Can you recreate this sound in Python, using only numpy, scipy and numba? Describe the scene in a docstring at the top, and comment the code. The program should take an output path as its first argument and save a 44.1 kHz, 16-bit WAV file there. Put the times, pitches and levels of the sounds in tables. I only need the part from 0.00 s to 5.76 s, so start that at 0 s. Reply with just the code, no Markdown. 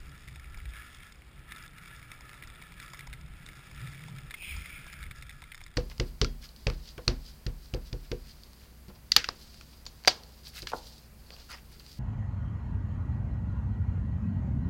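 """Dog sled on a packed snow trail

Heard by a small camera shut in a plastic case. The runners hiss and crunch: noise and random grain puffs
pass through the resonances of the case. In a bend they skid sideways once, a scrape that sinks quickly
in pitch at its start. The mount ticks on the bumps: short rattles ring its modes. The frame rumbles:
noise through low resonances. Wind buffets the shell: noise shaped to be strongest in the bass."""
import sys
import numpy as np
from scipy import signal
from scipy.fft import rfft, irfft
from scipy.io import wavfile
from scipy.ndimage import uniform_filter1d
from numba import njit

SR = 44100
rng = np.random.default_rng(int(sys.argv[2]) if len(sys.argv) > 2 else 0)


def unload_audio(sound):
    """Save the sound as a 16-bit wav file, at the path given as the first command line argument."""
    columns = np.transpose(np.atleast_2d(sound))
    # keep every value between -1 and 1, then stretch to whole-number steps
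    steps = np.round(np.clip(columns, -1, 1) * 32767)
    wavfile.write(sys.argv[1], SR, steps.astype(np.int16))


def boost(x):
    """Linear amplitude factor 10**(x/20) for a level x in decibels (scalar or array-like)."""
    u = np.asarray(x, float) / 20
    return 10 ** u


N = 254016
T = np.arange(N) / SR  # time of every sample [s]


def curves(table):
    """Turns each column after the time into a line over the whole scene, straight between the points."""
    times, *columns = np.transpose(table)
    return [np.interp(T, times, column) for column in columns]


def unit(x):
    """Scales a signal to rms 1."""
    return x / np.sqrt(np.mean(x ** 2))


def walk(rate):
    """Random levels held for 1 / rate seconds and smoothed twice, with rms 1."""
    hold = int(SR / rate)
    steps = np.repeat(rng.standard_normal(N // hold + 1), hold)
    smooth = uniform_filter1d(uniform_filter1d(steps, hold), hold)
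    return unit(smooth[:N])


@njit
def svf(x, hz, width):
    """State-variable band-pass with a moving centre; the gain is 1 at the centre."""
    y, band, low = np.empty(len(x)), 0., 0.
    for i in range(len(x)):
        g = np.tan(np.pi * hz[i] / SR)
        k = width / hz[i]  # damping
        v = (band + g * (x[i] - low)) / (1 + g * (g + k))
        band = 2 * v - band
        low = low + 2 * g * v
        y[i] = k * v
    return y


def resonate(x, peaks, flicker_db, drift=0.011):
    """Parallel steep resonances; each one drifts and flickers a little on its own."""
    out = 0
    for k, (hz, width, db) in enumerate(peaks):
        centre = hz * (1 + drift * walk(6))
        # two passes are steeper but narrower, so each is made wider
        band = svf(svf(x, centre, 1.81 * width), centre, 1.81 * width)
        sign = (-1) ** k
        out = out + sign * boost(db + flicker_db * walk(18)) * band
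    return unit(out)


def crystals(per_s, scatter, largest_db, smear_ms):
    """Snow grains breaking at random: mostly small, a few large, each a short puff of noise."""
    chance = rng.random((2, N))
    breaks = chance[0] < per_s / SR
    size_db = np.minimum(-scatter * np.log(chance[1] + 1e-9), largest_db)
    decay = np.exp(-1000 / (smear_ms * SR))
    puff = signal.lfilter([1], [1, -decay], breaks * boost(size_db))
    return unit(puff * rng.standard_normal(N))


def runners():
    """Hiss and crunch of snow under the runners, in uneven surges, coloured by the case."""
    # how loudly the case rings: (time [s], low ring level [dB], high ring against low ring [dB])
    glide = [(0, -63, -1), (.14, -59, -8), (.24, -60, -2), (.32, -64, -1), (.43, -58.5, -9),
             (.68, -62, -1.5), (.76, -53.5, -6.5), (.85, -55, -6), (.94, -62, 1), (1.03, -58, -4),
             (1.2, -73.5, 0.5), (1.37, -63, -4), (1.46, -64, -5), (1.52, -51.5, -9), (1.64, -54.5, -8),
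             (1.71, -63.5, -7), (1.77, -52, -11.5), (1.86, -53, -5.5), (2.07, -58.5, -7),
             (2.13, -56.5, -6.5), (2.42, -56.5, -5.5), (2.57, -60.5, -5), (2.77, -61, -1.5),
             (2.82, -51.5, -5), (2.9, -57.5, -5), (3.1, -60, -6), (3.29, -67, -3), (3.44, -56, -4.5),
             (3.49, -56.5, -4.5), (3.75, -62, -2), (3.8, -53.5, -5), (3.99, -59.5, 0), (4.28, -60.5, -4),
             (4.41, -69.5, 11), (4.48, -61, 2), (4.59, -57, 2), (4.87, -57, -4), (5.3, -59.5, -2.5),
             (5.5, -65.5, -2), (5.76, -64.5, -2.5)]
    # resonances of the case: (frequency [Hz], width before widening [Hz], relative level [dB])
    case_low = [(1337, 119, 1), (1708, 78, -0.5)]
    case_mid = [(2010, 190, 0), (2277, 105, 3), (2664, 630, -3)]
    case_high = [(3327, 370, 1), (3790, 150, -12), (5090, 1060, -1)]
    surges_per_s, surges_db = 14, 1.0
    middle_ring_db = 1  # against the mean of low and high ring, until the bend
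    bend_s, bend_dulls_db, bend_ease_s = 4.4, -2, .1  # from the bend on, the middle ring is weaker

    low_db, high_against_low_db = curves(glide)
    hiss = boost(1.96 * walk(45) + surges_db * walk(surges_per_s)) * rng.standard_normal(N)
    crunch = crystals(per_s=260, scatter=8.3, largest_db=9.0, smear_ms=1.0)
    bend = np.clip((T - bend_s) / bend_ease_s, 0, 1)
    middle_db = low_db + high_against_low_db / 2 + middle_ring_db + bend_dulls_db * bend
    levels_db = low_db, middle_db, low_db + high_against_low_db
    crunch_levels_db = (-4.0, -2.5, 1.5)  # breaking grains stand out more in the treble
    out = 0
    for level_db, crunch_db, peaks in zip(levels_db, crunch_levels_db, (case_low, case_mid, case_high)):
        ring = resonate(hiss + boost(crunch_db) * crunch, peaks, 0.98)
        out = out + boost(level_db) * ring
    return out


def skid():
    """A sideways scrape whose main resonance sinks quickly, then settles, with a brighter spray of snow."""
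    # loudness of the scrape: (time [s], level [dB])
    skid_levels = [(4.35, -57), (4.39, -53), (4.43, -44.5), (4.5, -41), (4.54, -45.5), (4.6, -51),
                   (4.73, -47.5), (4.82, -54), (5.02, -57), (5.09, -63)]
    # resonances of the spray: (frequency [Hz], width before widening [Hz], relative level [dB])
    spray_peaks = [(1690, 180, -7), (3310, 360, 0), (4020, 110, -5.5), (5100, 360, -4)]
    start_hz, end_hz, sink_s = 2670, 2296, 0.09  # the main resonance sinks and settles
    spray_db, spray_rise_s, spray_fade_db_per_s = -5.5, 0.096, -9.5  # level against the main scrape

    level_db, = curves(skid_levels)
    start, end = skid_levels[0][0], skid_levels[-1][0]
    since = np.clip(T - start, 0, end - start)
    hz = end_hz + (start_hz - end_hz) * np.exp(-since / sink_s)
    gate = np.clip(np.minimum(T - start, end - T) / 0.021, 0, 1)
    scrape = boost(1.5 * walk(63)) * rng.standard_normal(N)
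    main = unit(svf(svf(scrape, hz, 450.0), hz, 450.0))
    rise = 1 - np.exp(-(since / spray_rise_s) ** 2)
    spray_gain = boost(spray_db + spray_fade_db_per_s * since) * rise
    spray = spray_gain * resonate(scrape, spray_peaks, 1.3)
    return gate * boost(level_db) * (main + spray)


def blows():
    """Lists every blow: (time [s], body, knock, snap and crack peaks [dB], rattle decay [ms])."""
    # ticks that ring the body most:
    # (time [s], body peak [dB], snap against body [dB], crack against body [dB])
    body_ticks = [(0.1534, -46, -16, -16), (0.2774, -42, -11, -18), (0.2848, -39.5, -10, -23),
                  (0.297, -48, -15, -19), (0.359, -37.5, -8.5, -19), (0.397, -43, -20, -4),
                  (0.4434, -44, -19, -25), (0.5447, -40, -23, -13), (0.602, -41.5, -26, -22),
                  (0.6557, -39.5, -13, -22), (0.691, -47, -7, -13), (0.736, -43, -19, -21),
                  (0.7672, -41.5, -21, -18), (0.821, -42, -18, -21), (1.004, -43, -14, -20),
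                  (1.0331, -42.5, -15, -24), (1.122, -45, -4, -6), (1.3788, -49, -20, -22),
                  (1.5107, -42.5, -5, -18), (1.5199, -32.5, -11.5, -18), (1.5483, -42.5, -14, -21),
                  (1.5616, -40.5, -4, -15), (1.679, -43.5, -1, -14), (1.7346, -48, -13, -13),
                  (1.7824, -41, -5.5, -13), (1.7856, -41, -18, -24), (2.0276, -39.5, -17, -23),
                  (2.0537, -49, -14, -22), (2.1163, -37, -6, -11), (2.2931, -40, -15, -14.5),
                  (2.3311, -42, -17, -24), (2.341, -41.5, -19, -22), (2.4243, -35, -28, -24),
                  (2.4364, -38, -12, -17), (2.501, -43, 0, -5), (2.5581, -40.5, -10, -23),
                  (2.6226, -37, -22, -24), (2.8, -35.5, -8, -23), (2.8804, -40.5, -20, -22),
                  (2.9445, -39.5, -10, -14), (2.992, -35, -10, -19), (3.0068, -36.5, -12, -21),
                  (3.1286, -37, -9.5, -22), (3.1354, -37, -14, -21), (3.2121, -45.5, -10, -0.5),
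                  (3.464, -41, 4, -16), (3.488, -37.5, -17, -19), (3.5828, -51, -16, -15),
                  (3.6063, -49, -21, -20), (3.7768, -40.5, -14, -15), (3.8155, -40, -7, -13),
                  (3.8731, -37, -12, -18), (3.9344, -42, -15, -15), (3.9468, -41, -13, -22),
                  (3.9933, -42.5, -12, -15), (4.038, -38.5, -21, -25), (4.1845, -39, -20, -9),
                  (4.3081, -34, -7.5, -27), (4.3146, -38, -14, -17), (4.34, -31.5, -35, -25),
                  (4.3424, -44, -27, -27), (4.6578, -36.5, -12, -19), (4.9005, -42, -19, -16),
                  (4.9268, -38, -13, -9), (4.9384, -39.5, -16, -26), (5.0285, -35.5, -11, -21),
                  (5.0377, -38.5, -11, -20), (5.0643, -44, -20, -24), (5.1107, -35.5, -6.5, -20),
                  (5.1182, -40, -16, -22), (5.2238, -36, -10, -17), (5.2334, -48, -11, -16),
                  (5.2939, -36.5, -8, -20), (5.2974, -37.5, -14, -22), (5.3058, -40, -9, -19),
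                  (5.3113, -39, -20, -20), (5.4198, -39, -13.5, -15), (5.439, -40, -10, -24.5),
                  (5.5181, -35.5, -28, -31), (5.537, -45, -12, -19), (5.5454, -36, -9.5, -17),
                  (5.578, -39.5, -11, -14), (5.606, -42.5, -23, -13), (5.664, -38.5, -12, -21),
                  (5.7144, -49, -6, -7)]
    # hollow knocks: (time [s], knock peak [dB], crack against knock [dB], body against knock [dB])
    hollow_knocks = [(0.365, -55, -4, -9), (0.573, -50, 7.5, 5), (1.911, -53, -8, 9), (2.208, -49, 6.5, 8),
                     (2.346, -53, -13, -4), (2.616, -50.5, 1, 4), (2.721, -49.5, -7, 9.5),
                     (2.934, -42, 2, 3.5), (3.07, -45, 2, -1), (3.074, -50.5, -6, 9.5),
                     (3.592, -52, -10, -4), (3.713, -50, 4, 8.5), (3.814, -53, 3, 2), (4.083, -45, -6, 0),
                     (4.424, -50, -15, 8), (4.565, -47.5, 9, 8), (4.866, -44.5, -1, -3),
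                     (5.425, -45, -12, 0), (5.614, -47.5, -9, 7)]
    # thin cracks: (time [s], crack peak [dB], snap against crack [dB])
    thin_cracks = [(0.0554, -57, 0), (0.242, -51.5, -4), (0.7053, -52, -6), (0.7564, -58, 7),
                   (1.1233, -46, -6.5), (1.1568, -52, -8), (1.5823, -48, -4), (1.6252, -45, -8),
                   (1.6617, -49, -5), (1.709, -54, -9), (1.8761, -59, 1), (1.963, -48.5, 0.5),
                   (2.14, -50, -9), (2.4733, -42, -6), (2.5496, -51.5, 2), (2.8164, -52, 2),
                   (2.8305, -45, -12), (2.8615, -49, 0), (2.9731, -49, 0), (3.4635, -48, 9),
                   (3.7474, -47.5, -3), (4.0188, -54, 6), (5.1602, -45, -10), (5.3278, -50, -8),
                   (5.553, -44.5, -7), (5.6383, -41.5, -6.5), (5.6684, -53, -9)]
    tick_knock_db = -31  # against the body
    tick_ms, firm_db = 1.35, -39.5  # decay of a tick of this body peak whose snap is as loud as its body
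    ms_per_db, ms_per_snap_db = 0.3, -0.06  # harder ticks rattle longer, and so do duller ones
    knock_snap_db, knock_ms = -3, 2.5  # snap against the knock
    crack_body_db, crack_ms = -6, 1.2  # body against the crack
    silent_db = -90
    # faint ticks at random times: body, knock, snap, crack
    faint_per_s, faint_mean_db, faint_scatter_db, faint_ms = 12, (-53.5, -73.5, -60, -61.5), 5.0, 1.8

    rows = []
    for s, body, snap, crack in body_ticks:
        length_ms = tick_ms + ms_per_db * (body - firm_db) + ms_per_snap_db * snap
        rows.append((s, body, body + tick_knock_db, body + snap, body + crack, length_ms))
    for s, knock, crack, body in hollow_knocks:
        rows.append((s, knock + body, knock, knock + knock_snap_db, knock + crack, knock_ms))
    for s, crack, snap in thin_cracks:
        rows.append((s, crack + crack_body_db, silent_db, crack + snap, crack, crack_ms))
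    count = faint_per_s * N // SR
    scatter = np.clip(rng.standard_normal((count, 4)), -2, 2)
    faint_db = np.array(faint_mean_db) + faint_scatter_db * scatter
    faint = np.column_stack([rng.random(count) * N / SR, faint_db, np.full(count, faint_ms)])
    return np.vstack([rows, faint])


def ticks():
    """Each blow is a short rattle that rings the mount's modes, a little differently each time."""
    # modes of the mount in four groups, body, knock, snap and crack:
    # (frequency [Hz], time to fade by 60 dB [s], relative level [dB])
    mount = [
        [(1390, 0.016, -33), (1800, 0.011, -11), (2115, 0.0081, 5.5), (2310, 0.013, -5.5), (2790, 0.0014, -3)],
        [(830, 0.013, -6.5), (970, 0.015, 3.5)],
        [(3546, 0.014, 8.5), (4330, 0.00084, -3.5)],
        [(4580, 0.008, 1), (5060, 0.011, 9), (5200, 0.0081, -12)],
    ]
    s, *peaks_db, length_ms = blows().T
    t = np.arange(SR // 30) / SR
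    mode_count = sum(map(len, mount))
    chance = rng.standard_normal((len(s), len(t) + mode_count))
    decay_s = np.clip(length_ms, .2, 9)[:, None] / 1000
    rattle = np.exp(-t / decay_s) * chance[:, :len(t)]
    rattle[:, 0] += 4.0  # the first contact is a hard blow
    scatter_db = iter(1.4 * chance[:, len(t):].T)
    where = np.minimum((s[:, None] * SR).astype(int) + np.arange(len(t)), N - 1)
    out = 0
    for modes, peak_db in zip(mount, peaks_db):
        ring = 0
        for hz, t60, db in modes:
            pole = np.exp(2j * np.pi * hz / SR - np.log(1000) / (t60 * SR))
            mode = signal.lfilter([1], [1, -pole], rattle).imag
            # so small a part radiates little below its mode
            low_cut = signal.butter(2, 0.8 * hz, "high", fs=SR, output="sos")
            mode = signal.sosfilt(low_cut, mode)
            mode = mode / np.linalg.norm(mode, axis=1, keepdims=True)
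            ring = ring + boost(db + next(scatter_db))[:, None] * mode
        # peak height judged from the strongest short stretch
        power = uniform_filter1d(ring ** 2, size=SR // 700, axis=1)
        crest = np.sqrt(2 * power.max(axis=1))
        ring = ring * (boost(peak_db) / crest)[:, None]
        out = out + np.bincount(where.ravel(), ring.ravel(), N)
    return out


def frame():
    """The trail shakes three groups of low frame resonances; small bumps make each one uneven."""
    # loudness before the bumps:
    # (time [s], lowest shake level [dB], deep rumble level [dB], frame hum level [dB])
    rumble = [(0, -48.5, -52, -68), (.19, -55, -53, -53), (.32, -63, -51, -56), (.39, -60, -44.5, -59),
              (.54, -48.5, -48, -57), (.67, -51, -43, -60), (.8, -62, -47, -57), (.87, -63, -58, -65),
              (.99, -57, -55, -57.5), (1.2, -62, -54, -65), (1.32, -64, -51.5, -62),
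              (1.52, -59.5, -58, -60), (2.22, -56.5, -55, -57.5), (2.36, -58, -65, -62),
              (2.47, -51, -51, -55.5), (2.6, -62, -54.5, -56), (2.95, -60, -58, -58),
              (3.13, -50.5, -50.5, -53.5), (3.72, -59, -58.5, -55), (3.88, -55, -48, -45.5),
              (4.09, -62, -61, -50), (4.25, -50, -48.5, -49.5), (4.33, -57, -60, -65),
              (4.44, -51, -55.5, -60), (4.55, -48, -41, -52.5), (4.66, -53, -59, -59.5),
              (4.74, -52, -48, -59.5), (4.84, -52, -61, -61), (5.07, -54, -45.5, -49.5),
              (5.16, -52, -53.5, -58), (5.35, -55.5, -51, -54), (5.5, -57, -63, -60.5),
              (5.68, -55, -54.5, -60), (5.76, -62, -64, -71)]
    # three groups of resonances: (frequency [Hz], width before widening [Hz], relative level [dB])
    frame_groups = [
        [(25.5, 20.5, 0)],
        [(53.2, 21.5, 1), (77.6, 25.8, -5.5)],
        [(106, 29, -6), (139.8, 28.5, 0.5)],
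    ]
    bumps_per_s, bumps_db = 11, 2.0  # small unevenness of the trail
    out = 0
    for level_db, peaks in zip(curves(rumble), frame_groups):
        shaking = resonate(rng.standard_normal(N), peaks, 0.77, drift=0.048)
        out = out + boost(level_db + bumps_db * walk(bumps_per_s)) * shaking
    return out


def wind():
    """Smooth rush of air on the shell, strongest in the bass, rising and falling gently."""
    # colour of the rush: (frequency [Hz], relative level per Hz [dB])
    wind_colour = [(100, -50), (170, 4), (330, -1), (500, -6.5), (1100, -8.5), (2500, -6.5), (5800, -22),
                   (7500, -50)]
    # loudness before the random wavering: (time [s], level [dB])
    gusts = [(0, -60.5), (1, -62), (1.8, -61.5), (2.6, -59.5), (3.5, -60.5), (4.5, -61), (5.2, -62),
             (5.76, -63.5)]
    hz, db = np.transpose(wind_colour)
    f = np.arange(N // 2 + 1) * SR / N
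    colour = boost(np.interp(np.log(f + 1), np.log(hz), db))
    rush = unit(irfft(rfft(rng.standard_normal(N)) * colour, N))
    level_db = curves(gusts)[0] + 1.03 * walk(3.33)
    return boost(level_db) * rush


def scene():
    """One microphone hears every source, the same in both channels."""
    mono = runners() + skid() + ticks() + frame() + wind()
    return np.tile(mono, (2, 1))


def roll_off(x):
    """The treble ends steeply here."""
    return signal.sosfilt(signal.butter(12, 16460, fs=SR, output="sos"), x)


def record(dry):
    """The camera samples slowly and repeats each sample, which mirrors the sound about its rate."""
    camera_rate, hold, top_hz = 12000, 4, 15250  # samples per second, repeats, upper limit [Hz]
    # each channel's converter adds its own faint hiss, -79 dB before the rate factor
    hiss = unit(rng.standard_normal(dry.shape)) * np.sqrt(SR / camera_rate)
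    wired = dry + boost(-79) * hiss
    edge = signal.butter(6, 5500, fs=SR, output="sos")
    slow = signal.resample_poly(signal.sosfilt(edge, wired), camera_rate, SR, axis=1)
    held = np.repeat(slow, hold, axis=1)
    mirrored = signal.resample_poly(held, SR, hold * camera_rate, axis=1)[:, :N]
    top_cut = signal.ellip(8, .3, 32, top_hz, fs=SR, output="sos")
    mix = signal.sosfilt(top_cut, mirrored)
    return roll_off(mix)


dry = scene()
out = record(dry)
unload_audio(out)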